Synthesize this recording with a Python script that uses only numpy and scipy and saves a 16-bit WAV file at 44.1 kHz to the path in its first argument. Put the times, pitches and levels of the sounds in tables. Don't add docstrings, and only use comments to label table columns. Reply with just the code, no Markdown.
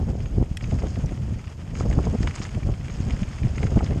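import sys
import numpy as np
from scipy import signal
from scipy.fft import rfft, irfft
from scipy.io import wavfile
from scipy.ndimage import uniform_filter1d

SR = 44100
rng = np.random.default_rng(int(sys.argv[2]) if len(sys.argv) > 2 else 0)


def int16_out(signal):
    q = np.round(np.clip(np.atleast_2d(signal).T, -1, 1) * 32767)
    wavfile.write(sys.argv[1], SR, q.astype(np.int16))


N = 176400
TIME = np.arange(N) / SR

# time_s, level_db
WIND_BED = [(0, -28.5), (.2, -26), (.53, -36.5), (.68, -24), (1.3, -35), (1.55, -36.5), (1.7, -32.5),
            (1.88, -20), (2.15, -30.5), (2.45, -34), (3.1, -29), (3.35, -33), (3.65, -28), (4, -23.5)]
# centre_s, length_s, rumble_db, turbulence_db
WIND_GUSTS = [(.01, 0.037, -17.5, -28.5), (0.097, 0.026, -21, -26), (0.388, 0.074, -19, -26.5),
              (0.743, 0.034, -22, -27), (0.841, 0.049, -33, -25), (0.988, 0.036, -27, -30),
              (1.052, 0.035, -18, -33), (1.118, 0.014, -40, -25.5), (1.268, 0.16, -24, -38),
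              (1.737, 0.0098, -32, -26.5), (1.861, 0.013, -35, -15.5), (1.909, 0.032, -27, -27),
              (1.98, 0.04, -23.5, -24), (2.082, 0.044, -20, -26.5), (2.145, 0.021, -25.5, -19),
              (2.247, 0.054, -17.5, -30), (2.57, 0.029, -21, -26), (2.682, 0.068, -19.5, -30.5),
              (3.094, 0.074, -24, -32.5), (3.227, 0.018, -18.5, -32), (3.464, 0.084, -20, -33),
              (3.639, 0.1, -21.5, -29.5), (3.729, 0.034, -19, -23.5), (3.773, 0.015, -10.5, -14),
              (3.832, 0.014, -20, -23.5), (3.918, 0.03, -27, -24)]
# frequency_hz, gain_db
RUMBLE_EQ = [(15, -33.5), (25, -3), (38, 0.5), (75, 4.5), (115, 0.5), (185, -7.5), (400, -30.5), (880, -72)]
# frequency_hz, gain_db
TURBULENCE_EQ = [(60, -19), (130, -4.5), (205, -0.5), (340, -8), (500, -12.5), (800, -22), (1300, -34),
                 (4000, -71.5)]
# centre_s, level_db, half_width_s
HARD_EDDIES = [(0.154, -24, 0.001), (.384, -15.5, .0011), (0.402, -14, 0.0025), (0.427, -14, 0.001),
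               (0.515, -16.5, 0.0028), (0.736, -14, 0.0024), (0.823, -31, 0.00055), (1.809, -18.5, 0.0006),
               (1.981, -12, 0.0019), (1.99, -19.5, 0.00055), (2.071, -18.5, 0.00066), (2.207, -13.5, 0.002),
               (2.404, -20.5, 0.0015), (2.691, -20, 0.00065), (3.005, -15, 0.0022), (3.137, -14, 0.0031),
               (3.441, -17.5, 0.0022), (3.653, -18, 0.0013), (3.772, -7.5, 0.0017), (3.775, -21.5, 0.00052),
               (3.809, -22, 0.00053), (3.719, -28, 0.00053), (3.961, -16.5, 0.0014)]
# start_s, peak_db
CHAIN_HITS = [(0.2567, -38), (0.607, -36), (0.6404, -33), (0.7102, -36.5), (0.7862, -39.5), (0.957, -35.5),
              (1.0903, -38.5), (1.3914, -39), (1.4413, -42), (1.4708, -42), (1.752, -34), (1.7993, -36.5),
              (1.9112, -33.5), (1.926, -32), (2.0469, -40), (2.2298, -31), (2.2723, -22), (2.308, -31),
              (2.3437, -37), (2.38, -35.5), (2.4151, -33), (2.4508, -33.5), (2.4894, -37.5), (2.5455, -36),
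              (2.6312, -39), (2.7376, -38), (2.881, -35.5), (2.8973, -36), (3.1053, -30.5), (3.2303, -33),
              (3.38, -41.5), (3.431, -35.5), (3.5796, -29), (3.6292, -27), (3.667, -30.5), (3.7883, -33),
              (3.8617, -35), (3.906, -36.5)]
# pitch_hz, bandwidth_hz, gain_db
FRAME_MODES = [(1260, 220, 8.5), (2013, 620, 16.5), (2590, 620, 1.5)]
# pitch_hz, bandwidth_hz, gain_db
CLACK_MODES = [(1900, 150, 10), (2570, 270, 1), (3260, 330, 1), (5150, 760, -1.5), (7200, 800, -6.5)]
# time_s, level_db
BRUSH_BED = [(0, -51.5), (.58, -53.5), (.72, -45.5), (.95, -47), (1.05, -51), (1.7, -56), (1.9, -45.5),
             (2.15, -48.5), (2.42, -44.5), (2.55, -49), (2.8, -52), (2.95, -46), (3.5, -49), (3.63, -43),
             (4, -51)]
# centre_s, length_s, level_db
TUFT_SWIPES = [(0.631, 0.033, -57.5), (1.767, 0.035, -51), (1.807, 0.034, -49.5), (1.904, 0.0084, -49),
               (2.055, 0.012, -48.5), (2.235, 0.037, -51), (2.358, 0.011, -47), (2.434, 0.022, -42.5),
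               (3.195, 0.0061, -45.5), (3.845, 0.0061, -46.5)]
# frequency_hz, gain_db
SWISH_EQ = [(1500, 2.5), (3000, -5), (3900, -5.5), (4500, -2.5), (5100, 4), (5600, -3.5), (6250, -2.5),
            (6520, 8), (6800, 0.5), (7800, -5), (10500, -27.5), (14000, -50)]
# time_s, level_db
ROLL_BED = [(0, -55), (.55, -57.5), (.8, -52), (1.6, -55.5), (2.4, -48.5), (2.7, -54), (3.15, -50),
            (4, -52)]
# frequency_hz, gain_db
DIRT_EQ = [(600, 4.5), (1300, 0.5), (1850, -1.5), (2600, -2), (3200, -3), (3900, -14), (5000, -8.5),
           (9000, -16), (13000, -52.5)]

RUMBLE_DB, TURBULENCE_DB, SPIT_DB, TEAR_DB = 1, -2.5, -16.5, -16
KNOCK_DB, RATTLE_DB, BRUSH_DB, SWIPE_DB, TYRE_DB = -3.5, -6.5, -5, 5, 3.5
FLUTTER_HZ, FLUTTER_WIDTH_HZ = 542, 550
KNOCK_BAND = signal.butter(3, [600, 3500], "band", fs=SR, output="sos")


def wind(eddies_per_s=160, eddy_db=-4, calm_turbulence_db=-11):
    rumble_power = level(WIND_BED) ** 2
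    churn_power = rumble_power * amp(calm_turbulence_db) ** 2
    for centre_s, length_s, rumble_db, turbulence_db in WIND_GUSTS:
        gust = swell(centre_s, length_s)
        rumble_power += (gust * amp(rumble_db)) ** 2
        churn_power += (gust * amp(turbulence_db)) ** 2
    puffs = steadied(wobble(depth_db=3, rate_hz=63), samples=2500)
    rumble = steadied(colour(rng.standard_normal(N), RUMBLE_EQ), samples=1500) * np.sqrt(puffs)
    rumble *= steadied(wobble(depth_db=2.5, rate_hz=19), samples=SR // 8)
    eddies = sum(signal.fftconvolve(clicks(eddies_per_s / 3, spread_db=5.5), eddy(half_width_s), "same")
                 for half_width_s in (.0008, .0012, .002))
    rush = unit(colour(rng.standard_normal(N), TURBULENCE_EQ))
    churn = steadied(rush + amp(eddy_db) * unit(eddies), samples=1500)
    force = np.sqrt(churn_power) * puffs
    spit = force * unit(force) ** -0.06 * port_flutter(FLUTTER_HZ)
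    return (amp(RUMBLE_DB) * np.sqrt(rumble_power) * rumble
            + amp(TURBULENCE_DB) * force * churn + amp(SPIT_DB) * spit)


def buffets(reference_half_width_s=.0008, reference_hz=580):
    out = np.zeros(N)
    for centre_s, level_db, half_width_s in HARD_EDDIES:
        thump = eddy(half_width_s)
        add(out, centre_s - len(thump) / 2 / SR, -amp(level_db) * thump)
        tightness = reference_half_width_s / half_width_s
        tear = swell(centre_s, length_s=0.005) * port_flutter(reference_hz * tightness)
        out += amp(level_db + TEAR_DB) * tightness ** 2 * tear
    return out


def eddy(half_width_s):
    position = np.arange(-SR // 40, SR // 40) / SR / half_width_s
    return unit(np.hanning(len(position))) * 2 * position / (1 + position ** 2) ** 2


def port_flutter(centre_hz):
    hz = np.fft.rfftfreq(N, 1 / SR) * FLUTTER_HZ / centre_hz
    low_cut = 1 - np.exp(-(hz / 300) ** 2)
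    hump = 1 / (1 + abs(2 * (hz - FLUTTER_HZ) / FLUTTER_WIDTH_HZ) ** 3)
    return unit(irfft(rfft(rng.standard_normal(N)) * low_cut * hump, N))


def chain_knocks(detune=0.039, edge_db=-14.5):
    out = np.zeros(N)
    for start_s, peak_db in CHAIN_HITS:
        modes = [(hz * (1 + detune * rng.standard_normal()), width, db) for hz, width, db in FRAME_MODES]
        body = peaked(signal.sosfilt(KNOCK_BAND, ring(scuff(), modes)))
        edge = peaked(colour(scuff(), SWISH_EQ))
        add(out, start_s, amp(peak_db + KNOCK_DB) * (body + amp(edge_db) * edge))
    return out


def chain_rattle():
    taps = signal.fftconvolve(abs(clicks(per_s=18, spread_db=1)), abs(scuff()))[:N]
    frame = ring(taps * rng.standard_normal(N), FRAME_MODES)
    return amp(RATTLE_DB) * level(ROLL_BED) * unit(signal.sosfilt(KNOCK_BAND, frame))


def clack(peak_db=-30):
    band = signal.butter(6, [1400, 10800], "band", fs=SR, output="sos")
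    metal = ring(scuff(rise_s=0.00073, decay_s=0.0028), CLACK_MODES)
    return amp(peak_db) * peaked(signal.sosfilt(band, metal))


def grass():
    blades = unit(clicks(per_s=700, spread_db=3)) + .5 * rng.standard_normal(N)
    spectrum = rfft(colour(blades, SWISH_EQ))
    band_of_bin = np.searchsorted([4000, 5900, 7200], np.fft.rfftfreq(N, 1 / SR))
    rustle = unit(sum(irfft(spectrum * (band_of_bin == band), N) * wobble(depth_db=2.53, rate_hz=28)
                      for band in range(4)))
    flicker = steadied(wobble(depth_db=0.78, rate_hz=84), samples=3000)
    brush_power = (level(BRUSH_BED) * amp(BRUSH_DB) * flicker) ** 2
    swipe_power = sum((amp(level_db + SWIPE_DB) * swell(centre_s, length_s)) ** 2
                      for centre_s, length_s, level_db in TUFT_SWIPES)
    return np.sqrt(brush_power + swipe_power) * rustle


def stem_squeak(pitch_hz=5750, bandwidth_hz=200, peak_db=-46):
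    return amp(peak_db) * peaked(ring(scuff(), [(pitch_hz, bandwidth_hz, 0)]))


def tyres():
    grit = unit(clicks(per_s=1200, spread_db=4)) + 1.74 * rng.standard_normal(N)
    unevenness = steadied(wobble(depth_db=2, rate_hz=18), samples=4000)
    return amp(TYRE_DB) * level(ROLL_BED) * unit(colour(grit * unevenness, DIRT_EQ))


def scuff(rise_s=0.0016, decay_s=0.0033):
    t = np.arange(SR // 10) / SR
    attack = np.minimum(t / rise_s, 1)
    tail = np.exp(-np.maximum(t - rise_s, 0) / decay_s)
    return rng.standard_normal(len(t)) * attack * tail


def ring(x, modes):
    t = np.arange(SR // 10) / SR
    body = sum(amp(db) * np.sqrt(width) * np.exp(-np.pi * width * t) * np.cos(2 * np.pi * hz * t)
               for hz, width, db in modes)
    return signal.fftconvolve(x, body)[:len(x)]


def clicks(per_s, spread_db):
    size = amp(spread_db * np.minimum(rng.exponential(1, N), 4))
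    return size * rng.choice([-1, 1], N) * (rng.random(N) < per_s / SR)


def colour(x, eq):
    points_hz, points_db = np.transpose(eq)
    hz = abs(np.fft.fftfreq(16384, 1 / SR))
    log_gain = np.log(amp(np.interp(np.log(hz + 1), np.log(points_hz + 1), points_db)))
    taps = np.fft.ifft(np.exp(np.conj(signal.hilbert(log_gain)))).real[:4096]
    return signal.fftconvolve(x, taps)[:len(x)]


def wobble(depth_db, rate_hz):
    hz = np.fft.rfftfreq(N, 1 / SR)
    drift = rfft(rng.standard_normal(N)) * np.exp(-(hz / rate_hz) ** 2) * (1 - np.exp(-hz / 10))
    return amp(depth_db * unit(irfft(drift, N)))


def swell(centre_s, length_s):
    return np.exp(-np.minimum((2 * (TIME - centre_s) / length_s) ** 2, 100) / 2)


def level(curve):
    times_s, levels_db = np.transpose(curve)
    return amp(np.interp(TIME, times_s, levels_db))


def steadied(x, samples):
    return x / np.sqrt(uniform_filter1d(uniform_filter1d(x ** 2, samples), samples))


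def peaked(x):
    return x / np.sqrt(uniform_filter1d(x ** 2, size=88).max())


def unit(x):
    return x / np.sqrt(np.mean(x ** 2) + 1e-20)


def amp(db):
    return 10 ** (np.asarray(db) / 20)


def add(mix, start_s, sound):
    part = mix[max(round(start_s * SR), 0):][:len(sound)]
    part += sound[:len(part)]


def scene():
    mix = wind() + buffets() + tyres() + grass()
    add(mix, start_s=1.057, sound=stem_squeak())
    mix += chain_rattle() + chain_knocks()
    add(mix, start_s=.5702, sound=clack())
    return mix[None]


def record(dry, low_cut_hz=20, hiss_db=-70.5, high_cut_hz=13300):
    low_cut = signal.butter(2, low_cut_hz, "high", fs=SR, output="sos")
    high_cut = signal.firwin(201, high_cut_hz, window=("kaiser", 9), fs=SR)
    mic = signal.sosfilt(low_cut, dry) + amp(hiss_db) * rng.standard_normal(N)
    return signal.oaconvolve(mic, high_cut[None], "same")


dry = scene()
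out = record(dry)
int16_out(out)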